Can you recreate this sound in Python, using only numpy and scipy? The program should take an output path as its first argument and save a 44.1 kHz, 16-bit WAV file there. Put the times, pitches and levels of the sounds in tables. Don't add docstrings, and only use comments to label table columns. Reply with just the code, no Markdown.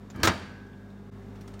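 import sys
import numpy as np
from scipy import signal
from scipy.io import wavfile

SR = 44100
rng = np.random.default_rng(int(sys.argv[2]) if len(sys.argv) > 2 else 0)


def master(y):
    cut = np.clip(np.atleast_2d(y).T, -1, 1)
    pcm = np.round(cut * 32767)
    wavfile.write(sys.argv[1], SR, pcm.astype(np.int16))


N = 70560
T = np.arange(N) / SR

# (frequency [Hz], rms level before the swell [dB], share of the swell [ratio])
HUM_PARTIALS = [(49.6, -55, 1.1), (101.1, -50, 1.17), (146.8, -60, 0.4), (199.6, -50, 0.37),
                (249.1, -57.5, 0.074), (395.5, -60, 1.63), (2056, -81.5, 1.4), (3670, -81.5, 0)]
# (frequency [Hz], relative density [dB])
ROOM_TONE_COLOUR = [(50, -19), (110, -12), (170, -5), (250, -5.5), (330, -12), (430, -11), (540, -16.5),
                    (1000, -20.5), (1700, -25), (2100, -31.5), (4000, -38.5), (7000, -43.5), (10000, -50.5),
                    (16000, -51.5)]
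# (time [s], hum swell [dB], room tone swell [dB])
BED_SWELL = [(0, 0, -1.5), (.3, -4, -2.5), (.6, -0.5, -2), (.85, -1, -2.5), (1.1, 0, -2.5), (1.125, 3, 0),
             (1.35, 2.5, .5), (1.6, 2, 0)]
# (time [s], level [dB], tilt [dB/octave], ring pitch [Hz], ring level [dB])
PLASTIC_TICKS = [(0.1001, -46.5, -2.5, 7170, -48.5), (0.1577, -53.5, 3, 12500, -56.5),
                 (0.1990, -49.5, -6, 4530, -66), (0.665, -67.5, -1, 6050, -65), (0.731, -63, -5, 3400, -57),
                 (0.901, -65, 2, 3960, -59), (1.355, -55.5, -3.5, 6050, -73),
                 (1.409, -50.5, 1, 6050, -56.5), (1.476, -46.5, -2.5, 9130, -64),
                 (1.5372, -51.5, -4, 9130, -61.5), (1.5915, -48.5, 0.5, 7030, -55)]
# (frequency [Hz], relative density [dB])
TICK_COLOUR = [(200, 2), (1500, 3), (4000, 0), (7000, -1.5), (10000, -8.5), (15000, -10)]
# (frequency [Hz], relative density [dB])
STRAIN_COLOUR = [(40, -28), (62, -20), (88, 10.5), (140, -5.5), (240, 3), (500, -19.5), (1000, -26),
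                 (1700, -16.5), (2800, -36), (4600, -34.5), (9000, -54.5), (15000, -56)]
# (frequency [Hz], relative level [dB], t60 [s])
CASE_MODES = [(87.2, -36.5, 0.99), (186.5, -31, 0.23), (241.4, -29, 0.21), (327.3, -24.5, 0.11),
              (347.4, -24, 0.16), (649, -27.5, 0.23), (718.5, -33, 0.23), (930, -27, 0.2), (948, -39, 0.17),
              (1061, -33.5, 0.14), (1212, -30, 0.29), (1294, -23, 0.1), (1579, -30.5, 0.22),
              (1593, -31.5, 0.18)]
# (frequency [Hz], relative level [dB], t60 [s])
DOOR_MODES = [(1683, -34, 0.28), (1771, -37.5, 0.47), (2180, -34, 0.084), (2300, -25.5, 0.13),
              (3067, -34.5, .2), (3110, -38.5, 0.18), (3788, -39, 0.28), (4516, -38, 0.18),
              (4657, -43.5, 0.57), (5470, -34, 0.059), (5920, -37, .12), (8660, -43, .12),
              (9290, -38, 0.079)]
# (time [s], level [dB], tilt [dB/octave], ring gain [dB], thump level [dB])
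LATCH_CLACKS = [(0.2315, -19.5, 1.82, -3, -16.5), (0.273, -16, -0.28, 0.5, -27),
                (0.2823, -24, -1.5, -15.5, -21.5)]
# (frequency [Hz], relative density [dB])
CLACK_COLOUR = [(35, -28), (60, -12), (150, 1.5), (350, 1.5), (700, -3), (1400, 0.5), (2600, -5.5),
                (4200, -7), (6300, -10), (9000, -19.5), (11000, -26), (15000, -19.5)]
# (frequency [Hz], t60 [s])
CLACK_DECAY = [(100, 0.11), (1200, 0.14), (4000, 0.097), (12000, 0.03)]
# (frequency [Hz], relative density [dB])
REVERB_COLOUR = [(60, -11), (110, 6.5), (300, 0.5), (800, -4), (1600, -4.5), (2600, -9.5), (4200, -13.5),
                 (6500, -19.5), (9000, -23.5), (11000, -34.5), (15000, -30)]
# (frequency [Hz], t60 [s])
REVERB_DECAY = [(100, 0.89), (500, 0.78), (1600, 0.86), (4000, 0.78), (8000, .56), (15000, 0.37)]
# (time [s], level [dB])
HINGE_KNOCKS = [(0.342, -35), (0.384, -44), (0.505, -46)]
# (frequency [Hz], relative density [dB])
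KNOCK_COLOUR = [(50, -8), (90, 4), (160, -4), (380, 5), (700, 2), (1300, -2), (2500, -22), (8000, -40)]
# (frequency [Hz], level [dB], t60 [s])
CAVITY_MODES = [(1532, -46.5, 1.5), (1635, -48, 2), (1770, -55, 1)]

ATTACK_S, REVERB_RISE_S = 0.0013, 0.0083


def from_db(db):
    return 10 ** (np.asarray(db) / 20)


def unit_rms(x):
    return x / np.sqrt(np.mean(x ** 2) + 1e-20)


def at_hz(points, hz):
    freqs, values = np.transpose(points)
    return np.interp(np.log(hz), np.log(freqs), values)


def drift(rate_hz):
    hop, settle = 40, 2000
    pole = np.exp(-2 * np.pi * rate_hz * hop / SR)
    white = rng.standard_normal(N // hop + settle + 2)
    slow = signal.lfilter([1], [1, -2 * pole, pole * pole], white)[settle:]
    return np.interp(np.arange(N) / hop, np.arange(len(slow)), unit_rms(slow))


def noise_bands(colour, tilt_db=0):
    edges = 28 * 2 ** (np.arange(29) / 3)
    hz = np.sqrt(edges[1:] * edges[:-1])
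    white = rng.standard_normal((2, N))
    filters = [signal.butter(2, pair, "band", fs=SR, output="sos") for pair in zip(edges, edges[1:])]
    bands = np.array([unit_rms(signal.sosfilt(sos, white[k % 2])) for k, sos in enumerate(filters)])
    gain = from_db(at_hz(colour, hz) + tilt_db * np.log2(hz)) * np.sqrt(hz)
    return hz[:, None], bands * (gain / np.linalg.norm(gain))[:, None]


def noise(colour, tilt_db=0):
    return noise_bands(colour, tilt_db)[1].sum(0)


def decay(start, rise, t60):
    age = np.maximum(T - start, 0)
    return (1 - np.exp(-age / rise)) * np.exp(-np.log(1000) * age / t60)


def ring(start, hz, rise, t60):
    return decay(start, rise, t60) * np.sin(2 * np.pi * hz * (T - start))


def resonate(drive, hz, t60):
    radius, angle = from_db(-60 / (t60 * SR)), 2 * np.pi * hz / SR
    return signal.lfilter([0, np.sin(angle)], [1, -2 * radius * np.cos(angle), radius ** 2], drive + 1e-18)


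def hum_bed(room_tone_db=-48.5, whine_hz=11779, whine_db=-91):
    times, hum_swell_db, room_swell_db = np.transpose(BED_SWELL)
    swell_db = np.interp(T, times, hum_swell_db)
    hum = 0
    for hz, db, share in HUM_PARTIALS:
        gain = np.sqrt(2) * from_db(db + share * swell_db + 0.5 * drift(2.1))
        hum += gain * np.sin(2 * np.pi * (hz * T + rng.random()) + 0.097 * drift(5.5))
    whine = np.sqrt(2) * from_db(whine_db) * np.sin(2 * np.pi * whine_hz * T)
    room_tone = from_db(room_tone_db + np.interp(T, times, room_swell_db)) * noise(ROOM_TONE_COLOUR)
    low_cut = signal.butter(3, 50, "high", fs=SR, output="sos")
    return hum + whine + signal.sosfilt(low_cut, room_tone)


def plastic_ticks(ring_width_hz=270):
    hz, bands = noise_bands(TICK_COLOUR)
    out, hiss = 0, bands.sum(0)
    for start, db, tilt_db, ring_hz, ring_db in PLASTIC_TICKS:
        hit = decay(start, rise=0.0019, t60=0.044)
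        tail = from_db(-15.5) * decay(start, REVERB_RISE_S, t60=0.35)
        tilted = from_db(db + tilt_db * np.log2(hz[:, 0] / 5000)) @ bands
        grain = unit_rms(resonate(hiss, ring_hz, t60=np.log(1000) / (np.pi * ring_width_hz)))
        out += (hit + tail) * tilted + from_db(ring_db) * hit * grain
    return out


def door_strain(start=0.13, release=0.228, growth_db_per_s=60, slips_per_s=370):
    gate = np.interp(T, [start, start + 0.022, release, release + 0.0044], [0, 1, 1, 0])
    pull = gate * from_db(growth_db_per_s * np.minimum(T - release, 0) + drift(60))
    slips = pull * (rng.random(N) < slips_per_s / SR) * rng.choice([-1, 1], N)
    soft_slips = signal.sosfilt(signal.butter(1, 2520, fs=SR, output="sos"), slips)
    creak = sum(from_db(db) * resonate(soft_slips, hz, t60) for hz, db, t60 in CASE_MODES + DOOR_MODES)
    rumble = pull * noise(STRAIN_COLOUR)
    return from_db(-36.5) * rumble + from_db(-31) * creak


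def latch_clacks(thump_hz=91.8):
    out = 0
    for start, db, tilt_db, ring_db, thump_db in LATCH_CLACKS:
        hz, bands = noise_bands(CLACK_COLOUR, tilt_db)
        crack = from_db(3.5) * decay(start, ATTACK_S, t60=0.018)
        rattle = decay(start, ATTACK_S, at_hz(CLACK_DECAY, hz))
        out += from_db(db) * (bands * (crack + rattle)).sum(0)
        out += from_db(thump_db) * ring(start, thump_hz, rise=0.0047, t60=0.11)
        for mode_hz, mode_db, t60 in CASE_MODES + DOOR_MODES:
            strike_db = ring_db + mode_db + tilt_db * np.log2(mode_hz / 1500) + rng.normal(0, 1)
            out += from_db(strike_db) * ring(start, mode_hz, ATTACK_S, t60)
    return out


def kitchen_reverb(send_db=-17.5):
    hz, bands = noise_bands(REVERB_COLOUR)
    t60 = at_hz(REVERB_DECAY, hz)
    power = sum((from_db(db) * decay(start, REVERB_RISE_S, t60)) ** 2 for start, db, *_ in LATCH_CLACKS)
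    return from_db(send_db) * (bands * np.sqrt(power)).sum(0)


def hook_scrape(start=0.243, end=0.272, slips_per_s=328, spread_db=8.7):
    jitter, sizes = rng.uniform(-1, 1, (64, 2)).T
    times = start + (np.arange(len(sizes)) + 0.08 * jitter) / slips_per_s
    slips = [(time, from_db(spread_db * size)) for time, size in zip(times, sizes) if time < end]
    power, jerks = 0, np.zeros(N)
    for time, gain in slips:
        power += (gain * decay(time, ATTACK_S, t60=0.041)) ** 2
        jerks[int(time * SR)] = gain
    rasp = np.sqrt(power) * noise(CLACK_COLOUR, tilt_db=0.5)
    shake = sum(from_db(db) * resonate(jerks, hz, t60) for hz, db, t60 in CASE_MODES)
    hollow_note = ring(start=0.23, hz=326, rise=0.08, t60=0.065)
    return from_db(-25.5) * rasp + from_db(-19) * shake + from_db(-7) * hollow_note


def hinge_knocks():
    envelope = sum(from_db(db) * decay(start, rise=0.0024, t60=0.077) for start, db in HINGE_KNOCKS)
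    return envelope * noise(KNOCK_COLOUR)


def cavity_ring(open_s=0.35, bloom_s=0.12):
    return sum(from_db(db) * ring(open_s, hz, bloom_s, t60) for hz, db, t60 in CAVITY_MODES)


def scene():
    opening = door_strain() + latch_clacks() + hook_scrape() + cavity_ring()
    return (opening + plastic_ticks() + kitchen_reverb() + hum_bed() + hinge_knocks())[None]


def record(dry, dip_s=1.1035, dip_depth=0.95, ceiling=0.5):
    dip = np.interp(T - dip_s, [-0.002, 0, 0.003, 0.023], [0, 1, 1, 0])
    rounded = ceiling * np.tanh(dry * (1 - dip_depth * dip) / ceiling)
    low_cut = signal.butter(4, 36, "high", fs=SR, output="sos")
    high_cut = signal.ellip(10, 0.3, 80, 15900, fs=SR, output="sos")
    return signal.sosfilt(high_cut, signal.sosfilt(low_cut, rounded))


dry = scene()
out = record(dry)
master(out)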